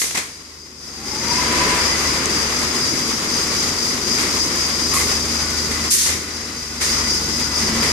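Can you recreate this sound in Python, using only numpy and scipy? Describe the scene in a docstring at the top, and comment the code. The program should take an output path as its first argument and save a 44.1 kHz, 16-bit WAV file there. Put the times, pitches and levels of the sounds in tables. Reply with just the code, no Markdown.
"""In a hard-walled factory work cell, a robot swings over to a roller conveyor, grips a sack and lifts it.
Its gears whine through the swing and rush in swells, its gripper clatters and clanks, and air valves hiss.
Rattling bearings make the steel rollers sing, bending in pitch as they turn. Behind them a drive motor
hums and sags under load, the conveyor frame rumbles and the hall gives a steady wash of noise.
The camera's gain control turns everything down after each loud blast."""
import sys
import numpy as np
from scipy import signal
from scipy.fft import rfft, irfft
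from scipy.io import wavfile
from scipy.ndimage import uniform_filter1d, minimum_filter1d, map_coordinates

SR = 44100
rng = np.random.default_rng(int(sys.argv[2]) if len(sys.argv) > 2 else 0)


def master_out(mix):
    """Clip the mix to full scale and print it as 16-bit PCM to the path in sys.argv[1]."""
    frames = np.transpose(np.atleast_2d(mix))
    ceiling = np.clip(frames, -1, 1)
    pcm = np.round(ceiling * 32767).astype(np.int16)
    wavfile.write(sys.argv[1], SR, pcm)


N = 349266
T = np.arange(N) / SR
HZ = np.fft.rfftfreq(N, 1 / SR)


def swing_whine(start_s=0.71, cruise_s=1.39, brake_s=1.75, cruise_hz=996, teeth=35):
    """Gear teeth meet and whine as the arm speeds up, cruises and brakes."""
    early_s, braking_s = np.maximum(cruise_s - T, 0), np.maximum(T - brake_s, 0)
    pitch_hz = np.maximum(cruise_hz - 560 * early_s - 316 * braking_s, 1)
    reach_db = 0.5 * (np.clip(T, cruise_s, brake_s) - cruise_s)  # more load as the arm reaches out
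    speed_db = 36 * np.log2(pitch_hz / cruise_hz)
    level_db = -29.5 + reach_db + speed_db - 90 * braking_s  # fades once the gears stop pulling
    gain = gain_of(level_db) * np.clip((T - start_s) / 0.15, 0, 1)
    phase = 2 * np.pi * np.cumsum(pitch_hz * (1 + .003 * drift(hz=30))) / SR
    turn = np.sin(phase / teeth)  # a throb and a flutter once per motor turn
    tone = np.sin(phase + 0.7 * turn) * (1 + 0.37 * turn)
    higher_gear = gain_of(-13) * np.sin(2.6 * (phase + turn))
    whine = np.sqrt(2) * (tone + higher_gear) * gain * gain_of(3.5 * drift(hz=30.2))
    return wall_echoes(whine, fade_s=.5, echo_db=-9)


# Tone colour of the gearbox noise: pitch_hz, level_db
GEARBOX_COLOUR = [(100, -7.5), (330, 0.5), (500, 0), (720, -6.5), (1080, 2), (1550, -1.5), (2080, 1.5),
                  (2600, -4.5), (3600, -8), (6500, -9.5), (10000, -16), (14000, -35)]
# Swells of rushing gear noise, each growing louder and then fading: start_s, length_s, peak_db
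RUSH_SWELLS = [(0.49, 2.96, -23.5), (1.28, 0.76, -20.5), (2.9, 1.04, -30), (4.3, 0.58, -29.5),
               (5.0, 0.24, -28), (5.977, 0.76, -28), (6.8, 0.4, -26), (7.345, 0.89, -26)]

def gearbox_rush(idle_db=-39):
    """The gearboxes give a soft, steady rush that swells and fades several times."""
    power = gain_of(2 * idle_db)
    for start_s, length_s, peak_db in RUSH_SWELLS:
        arch = abs(np.sin(np.pi * np.clip((T - start_s) / length_s, 0, 1)))
        power = power + (gain_of(peak_db) * arch ** 1.62) ** 2
    return room_noise(GEARBOX_COLOUR) * np.sqrt(power)


# Tone colour of the gripper's clatter: pitch_hz, level_db
GRIPPER_COLOUR = [(150, -29), (450, 4), (700, 0.5), (1100, 7), (1550, 4.5), (2080, 13), (2800, 3.5),
                  (4500, 3.5), (6400, 6), (9000, 2), (13500, -11)]
# Knocks of gripper and sack: start_s, level_db, rise_s, fade_s, thud_vs_clatter_db
GRIPPER_KNOCKS = [(0.0155, 1.5, 0.0012, 0.054, -23), (0.039, -5, 0.0023, 0.04, -4.5),
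                  (0.107, -6, .003, 0.035, -18), (.143, -0.5, 0.011, 0.11, -15),
                  (.167, 1.5, 0.0082, 0.19, -17), (1.69, -23.5, 0.013, 0.3, -9),
                  (2.29, -28, .008, 0.28, 2.5), (2.925, -30, 0.014, 0.42, 2.5),
                  (4.172, -19.5, 0.015, 0.58, -20), (4.225, -23, 0.0056, 0.32, -4.5),
                  (4.933, -25, 0.009, 0.21, -26), (4.96, -25.5, 0.006, 0.67, -28),
                  (5.7, -23.5, 0.015, 0.25, -9), (6.057, -13, 0.004, 0.24, -17),
                  (6.089, -14.5, 0.0039, 0.53, -9.5), (6.135, -29, .012, 0.55, 6.5),
                  (6.807, -16, 0.0048, 0.58, -14), (7.82, -20, 0.011, 0.42, -6)]

def gripper(thump_s=6.086, thump_hz=79):
    """Each knock is a clatter, a dull thud and an echo; the sack thumps once as it is gripped."""
    clatter_power, thud_power = np.zeros((2, N))
    for start_s, level_db, rise_s, fade_s, thud_db in GRIPPER_KNOCKS:
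        hit = burst(start_s, rise_s, rise_s + 0.00062, fade_s)
        echo = gain_of(-15) * burst(start_s, 0.019, 0.051, 0.61)
        power = gain_of(2 * level_db) * (hit ** 2 + echo ** 2)
        clatter_power += power
        thud_power += power * gain_of(2 * thud_db)
    clatter = room_noise(GRIPPER_COLOUR) * np.sqrt(clatter_power)
    thud = room_noise(FRAME_COLOUR) * np.sqrt(thud_power)
    thump = burst(thump_s, 0.0056, 0, 0.42) * np.sin(2 * np.pi * thump_hz * (T - thump_s))
    return clatter + thud + gain_of(-21) * thump


# Notes a steel finger rings with: pitch_hz, level_db, fade_s
FINGER_NOTES = [(1082, -2, 0.12), (1128, -5, .12), (1160, -4, 0.11), (1236, -3, .12), (2010, -2, .14),
                (2060, 0.5, 0.15), (2210, -7, .1), (2510, -10, 0.11)]
# Clanks of the fingers: start_s, level_db, chatter_s, brightness_db_per_octave
FINGER_CLANKS = [(0.016, -13.5, 0.0029, 13), (0.149, -15, 0.0092, 10), (0.171, -16, 0.00682, 7),
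                 (4.93, -23, .045, -10), (4.959, -24, .022, 11), (4.998, -27, .03, 7), (6.06, -26, .035, 6),
                 (6.812, -36, .02, 1)]

def fingers(count=6):
    """Steel fingers hit their stops in turn; each is tuned a little differently, so they clank."""
    out, age = np.zeros(N), T[:SR // 4]
    pitch_hz, note_db, fade_s = np.transpose(FINGER_NOTES)[:, :, None]
    for start_s, level_db, chatter_s, brightness in FINGER_CLANKS:
        tilt_db = brightness * np.log2(pitch_hz / pitch_hz.mean())
        fades = gain_of(level_db + note_db + tilt_db - 60 * age / fade_s) / np.sqrt(count)
        for finger in range(count):
            tuned_hz = pitch_hz * rng.uniform(.98, 1.02, pitch_hz.shape)
            ring = (fades * np.sin(2 * np.pi * (tuned_hz * age + rng.random(pitch_hz.shape)))).sum(0)
            hit_s = start_s + chatter_s * (finger + rng.uniform(0, .5)) / count
            part = out[round(hit_s * SR):][:len(age)]
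            part += ring[:len(part)]
    return wall_echoes(out, fade_s=0.25, echo_db=-7)


# Tone colour of the escaping air's hiss: pitch_hz, level_db
HISS_COLOUR = [(200, -44), (800, -34), (1800, -7), (2800, -6.5), (4200, 0), (6300, 5), (8000, -2.5),
               (10000, -4.5), (12500, -11), (14500, -28)]
# Tone colour of the fizz at full pressure: pitch_hz, level_db
FIZZ_COLOUR = [(3000, -55), (6000, 6), (8000, 6.5), (10500, 6), (12500, -1.5), (13600, -1), (14500, -16)]
# Puffs of air: start_s, level_db, open_s, fade_s, fizz_vs_hiss_db
AIR_PUFFS = [(-.03, -3.5, 0.049, 0.89, -0.5), (0.168, -13, 0.0042, 0.16, 6), (4.931, -22.5, 0.042, 1, 1),
             (5.901, -9.5, 0.052, 0.5, 2), (5.975, -11, 0.097, 0.6, -4.5), (6.804, -17, 0.027, 0.67, -14),
             (7.817, -29, 0.02, .4, -11)]

def air_valves(rise_s=0.012):
    """Air puffs out of the gripper; as the pressure falls, the fizz dies twice as fast as the hiss."""
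    hiss_power, fizz_power = np.zeros((2, N))
    for start_s, level_db, open_s, fade_s, fizz_db in AIR_PUFFS:
        hiss_power += (gain_of(level_db) * burst(start_s, rise_s, open_s, fade_s)) ** 2
        fizz_power += (gain_of(level_db + fizz_db) * burst(start_s, rise_s, open_s, fade_s / 2)) ** 2
    return room_noise(HISS_COLOUR) * np.sqrt(hiss_power) + room_noise(FIZZ_COLOUR) * np.sqrt(fizz_power)


# Sharp snaps close by: start_s, level_db, pitch_hz, fade_s
SHARP_SNAPS = [(2.2579, -2.5, 6400, .0055), (4.352, -23, 11000, .008), (4.558, -21, 10600, .012)]

def snaps():
    """Tiny hard clicks: two high notes that die within milliseconds."""
    out = np.zeros(N)
    for start_s, level_db, pitch_hz, fade_s in SHARP_SNAPS:
        phase = 2 * np.pi * pitch_hz * (T - start_s)
        ring = np.sin(phase) + gain_of(-5) * np.sin(1.25 * phase)
        out += gain_of(level_db) * burst(start_s, .0001, 0, fade_s) * ring
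    return wall_echoes(out, fade_s=.15, echo_db=-10)


# Notes a steel roller rings with: pitch_hz, spread_between_rollers_hz, level_db
ROLLER_NOTES = [(4695, 100, -7), (4752, 70, -4), (4845, 100, -1.5), (4990, 100, -1), (5212, 115, -2.3),
                (5512, 95, -6.5), (5730, 150, -17), (5892, 80, -6), (5980, 70, -14), (6340, 100, -6.5),
                (6440, 70, -14), (6830, 120, -15)]

def rollers(level_db=-23, count=5, fade_s=0.49, knocks_per_s=400):
    """Rattling bearings keep steel tubes ringing, each tuned a little differently."""
    age, lead = T[:SR // 2], SR // 2
    pitch_hz, spread_hz, note_db = np.transpose(ROLLER_NOTES)[:, :, None]
    out = np.zeros((2, N))
    for place in (np.arange(count) + .5) / count - .5:
        tuned_hz = pitch_hz + spread_hz * (place + rng.uniform(-0.05, 0.028, pitch_hz.shape))
        distance_db = -14 * abs(place)  # the most off-tune rollers lie farthest away
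        notes = gain_of(note_db + distance_db - 60 * age / fade_s) * np.exp(2j * np.pi * tuned_hz * age)
        ring = (np.exp(2j * np.pi * rng.random((2, len(ROLLER_NOTES)))) @ notes).real
        knocks = (rng.random((2, N + lead)) < knocks_per_s / SR) * rng.choice([-1, 1], (2, N + lead))
        strength = gain_of(6 * np.minimum(rng.exponential(1, N + lead), 3))
        out += signal.oaconvolve(knocks * strength, ring, axes=1)[:, lead:lead + N]
    out /= np.sqrt(uniform_filter1d((out ** 2).mean(0), size=6000) + 1e-12)  # evens out the loudness
    return bend_pitch(out) * gain_of(level_db + roller_swell_db())


# Spells of softer or harder ringing: start_s, end_s, change_db
RING_SPELLS = [(1.819, 1.93, 0.5), (2.197, 2.305, -3), (2.49, 2.747, -2), (3.032, 3.288, -2.5),
               (3.332, 3.504, 1), (3.92, 4.018, -4), (4.043, 4.188, 0.5), (4.39, 4.488, 3),
               (5.249, 5.894, -2.5), (6.15, 6.81, -1.5), (6.806, 7.199, 2.5), (7.538, 7.64, 2.5)]
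# An out-of-round roller, then a slower belt: first_press_s, turns_per_s, swell_db
UNEVEN_PARTS = [(0.108, 3.985, 1.75), (0.19, 1.14, 0.5)]

def roller_swell_db(edge_s=0.0098, wander_db=1):
    """Uneven parts press harder once a turn; the level also shifts in spells and wanders by chance."""
    swell = sum(db * np.cos(2 * np.pi * rate * (T - press_s)) for press_s, rate, db in UNEVEN_PARTS)
    spells = sum(db * np.clip(np.minimum(T - start_s, end_s - T) / edge_s, 0, 1)
                 for start_s, end_s, db in RING_SPELLS)
    return swell + spells + wander_db * drift(hz=27)


def bend_pitch(sound, highest_s=0.1576, pitch_share=0.003):
    """The out-of-round roller is squeezed once a turn, which bends the pitch up and down."""
    spin = 2 * np.pi * UNEVEN_PARTS[0][1]
    bent_s = T + pitch_share / spin * np.sin(spin * (T - highest_s))
    return np.array([map_coordinates(side, [bent_s * SR], order=3, mode="nearest") for side in sound])


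# Tone colour of the roller bearings: pitch_hz, level_db
BEARING_COLOUR = [(1500, -37), (3200, -6.5), (6000, 4.5), (7700, -3), (10000, -5.5), (12400, -17),
                  (13400, -6), (14500, -36)]

def bearings(level_db=-28.5, grain_db=1.5):
    """The bearings give a dry, grainy hiss that rises and falls as the rollers are pressed."""
    hiss = room_noise(BEARING_COLOUR)
    return hiss * gain_of(level_db + 0.58 * roller_swell_db() + grain_db * drift(hz=150))


# How strongly the motor's mounting sounds each pitch: pitch_hz, level_db
MOUNT_RESPONSE = [(42, -12), (52, -14.5), (64, -12), (77, -0.5), (90, -5.5), (103, -25), (130, -11),
                  (155, -11.5), (240, -8.5)]
# The motor sagging under load and recovering: time_s, turns_per_s, level_db
MOTOR_RUN = [(0, 25.4, -31.5), (1.5, 24.6, -33), (2.65, 24.7, -33.5), (2.85, 27.4, -41), (3.5, 18.7, -38.5),
             (4.2, 25.4, -39), (5.1, 25.1, -33), (6.3, 26.2, -32.5), (7.0, 23.7, -29.5), (7.92, 26.2, -33)]

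def motor(waver_db=1.0):
    """The motor hums at multiples of its turning speed; its mounting boosts some pitches over others."""
    times_s, speeds, levels_db = np.transpose(MOTOR_RUN)
    speed = np.interp(T, times_s, speeds)
    turns = np.cumsum(speed) / SR
    hum = np.zeros((2, N))
    for multiple in (2, 3, 4, 6, 9):
        phase = 2 * np.pi * (multiple * turns + rng.random())
        shift = np.array([[.04], [-.04]]) * drift(hz=1.8)  # wanders a little between the ears
        tone_db = at_pitch(MOUNT_RESPONSE, multiple * speed) + waver_db * drift(hz=7.8)
        hum += gain_of(tone_db) * np.sin(phase + shift)
    return np.sqrt(2) * gain_of(np.interp(T, times_s, levels_db)) * hum


# Tones of the servos, the motors in the robot's joints: start_s, end_s, pitch_hz, width_hz, level_db
SERVO_TONES = [(0, 7.92, 4000, 2.2, -48), (0, 7.92, 2560, 5.4, -49.5), (7.54, 7.8, 222, 14, -28.5),
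               (0, 7.92, 4749, 3, -44), (0, 7.92, 4846, 3, -43), (6.8, 7.92, 4992, 7, -35.5),
               (1.0, 1.75, 2090, 50, -37), (1.82, 2.15, 2015, 22, -34), (2.2, 7.5, 240, 16, -38.5),
               (5.3, 7.5, 1471, 14, -42), (5.3, 6.8, 2000, 30, -40.5), (6.798, 7.92, 2008, 35, -40)]

def servos():
    """The servos give thin, wavering tones while they hold or lift."""
    out = np.zeros((2, N))
    for start_s, end_s, pitch_hz, width_hz, level_db in SERVO_TONES:
        band = np.exp(-((HZ - pitch_hz) / width_hz) ** 2)
        tone = unit_level(irfft(band * np.exp(2j * np.pi * rng.random(len(HZ))), N))
        out += gain_of(level_db) * tone * burst(start_s, 0.12, end_s - start_s, 0.29)
    return out


# Tone colour of the conveyor frame's rumble: pitch_hz, level_db
FRAME_COLOUR = [(25, -26), (50, -14), (100, -8), (135, -4), (165, -5), (195, -5), (235, -1), (275, -2.5),
                (350, -2), (480, -7.5), (700, -22), (1500, -54)]
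# Tone colour of the factory hall: pitch_hz, level_db
HALL_COLOUR = [(30, -16), (300, -7), (720, -6.5), (1100, 0), (1400, -1.5), (1650, -5.5), (2020, 0.5),
               (2700, -7.5), (3800, -6.5), (5000, -4.5), (6800, -3), (7700, -9), (9800, -13.5),
               (12400, -16.5), (13400, -32), (14500, -44)]

def hall(wash_db=-25.5, rumble_db=-30.5):
    """The factory's wash of noise and the conveyor frame's rumble, both wavering slightly."""
    wash = room_noise(HALL_COLOUR) * gain_of(wash_db + 1.48 * drift(hz=24.7))
    rumble = room_noise(FRAME_COLOUR) * gain_of(rumble_db + 1.43 * drift(hz=5.7))
    return wash + rumble


# How alike the two ears hear the room: pitch_hz, likeness_0_to_1
EAR_LIKENESS = [(60, 0.8), (290, 0.95), (630, 0.7), (1370, 0.08), (3000, 0.04), (14000, 0)]

def room_noise(colour):
    """Stereo noise that comes from all around: alike in the bass, unrelated in the treble."""
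    left, other = rfft(rng.standard_normal((2, N)))
    likeness = np.clip(at_pitch(EAR_LIKENESS, HZ), 0, 1)
    right = likeness * left + np.sqrt(1 - likeness ** 2) * other
    return unit_level(irfft(np.array([left, right]) * gain_of(at_pitch(colour, HZ)), N))


def wall_echoes(sound, fade_s, echo_db):
    """Adds scattered echoes from the hard walls, different on each side."""
    age = T[:SR]
    echoes = rng.standard_normal((2, SR)) * (rng.random((2, SR)) < .05)
    echoes *= gain_of(-60 * age / fade_s) * (age > .004)
    tail = signal.fftconvolve(sound[None], echoes / np.linalg.norm(echoes[0]), axes=1)[:, :N]
    return (sound + gain_of(echo_db) * tail) / np.sqrt(1 + gain_of(2 * echo_db))


def burst(start_s, rise_s, hold_s, fade_s):
    """A loudness shape that rises, holds, then falls by 60 dB every fade_s."""
    age = T - start_s
    return np.clip(age / rise_s, 0, 1) * gain_of(-60 * np.clip(age - hold_s, 0, 3) / fade_s)


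def drift(hz):
    """A smooth random wobble with up to about hz changes a second."""
    return unit_level(irfft(rfft(rng.standard_normal(N)) * np.exp(-(HZ / hz) ** 2), N))


def at_pitch(table, hz):
    """Looks up a table's value at any pitch, sliding between its rows."""
    pitch_hz, value = np.transpose(table)
    return np.interp(np.log(hz + 1), np.log(pitch_hz + 1), value)


def gain_of(db):
    """Turns decibels into a multiplier."""
    return 10 ** (np.asarray(db) / 20)


def unit_level(sound):
    """Scales a sound to an average power of 1."""
    return sound / np.sqrt(np.mean(sound ** 2) + 1e-20)


def thin_briefly(sound, middle_s=5.972, half_s=.05, pitch_hz=730, octaves=.42, depth_db=-18):
    """The lower middle pitches drop away for a moment, leaving one air blast thin."""
    band = irfft(rfft(sound) * np.exp(-(np.log2((HZ + 1) / pitch_hz) / octaves) ** 4), N)
    dip_db = depth_db * np.exp(-((T - middle_s) / half_s) ** 2)
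    return sound - band * (1 - gain_of(dip_db))


def scene():
    """The hall, the conveyor and the robot together."""
    factory = hall() + rollers() + bearings() + motor()
    robot = swing_whine() + gearbox_rush() + servos() + air_valves() + gripper() + fingers() + snaps()
    return thin_briefly(factory + robot)


def gain_control(sound, limit_db=-15.5, hold_s=0.74, recover_db_per_s=35, ahead_s=0.017):
    """Turns down just before the sound passes the limit, waits, then creeps back up."""
    sensed = signal.lfilter(*signal.butter(1, 7500, fs=SR), sound)  # less sensitive to bright hiss
    power_db = 10 * np.log10(abs(uniform_filter1d((sensed ** 2).mean(0), size=900)) + 1e-12)
    opening_db = 18 * (T == 0)  # it begins turned down
    over_db = np.maximum(np.interp(T + ahead_s, T, power_db) - limit_db, opening_db)
    half_hold = int(hold_s * SR / 2)
    held_db = -minimum_filter1d(-over_db, 2 * half_hold + 1, origin=half_hold, mode="nearest")
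    creep_db = recover_db_per_s * T
    cut_db = np.maximum.accumulate(held_db + creep_db) - creep_db
    lag = np.exp(-1 / (.003 * SR))
    smooth_db = signal.lfilter([1 - lag], [1, -lag], cut_db, zi=cut_db[:1])[0]
    return sound * gain_of(-smooth_db)


# How the two microphones differ: pitch_hz, left_minus_right_db
MIC_BALANCE = [(60, 0.5), (300, 1.5), (520, 2), (1260, 2.5), (2310, 2), (4500, 3), (6200, 9), (7800, -5),
               (10000, -10.5), (14000, -14.5)]

def record(dry, ceiling=.68, top_hz=14500):
    """Unequal microphones, gain control, a ceiling on the peaks, then a cut of the highest treble."""
    sides = gain_of(np.array([[.5], [-.5]]) * at_pitch(MIC_BALANCE, HZ))
    heard = irfft(rfft(dry) * sides / np.sqrt((sides ** 2).mean(0)), N)
    limited = np.clip(gain_control(heard), -ceiling, ceiling)
    low_pass = signal.firwin(511, top_hz, window=("kaiser", 9), fs=SR)
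    return signal.oaconvolve(limited, low_pass[None], "same")


dry = scene()
out = record(dry)
master_out(out)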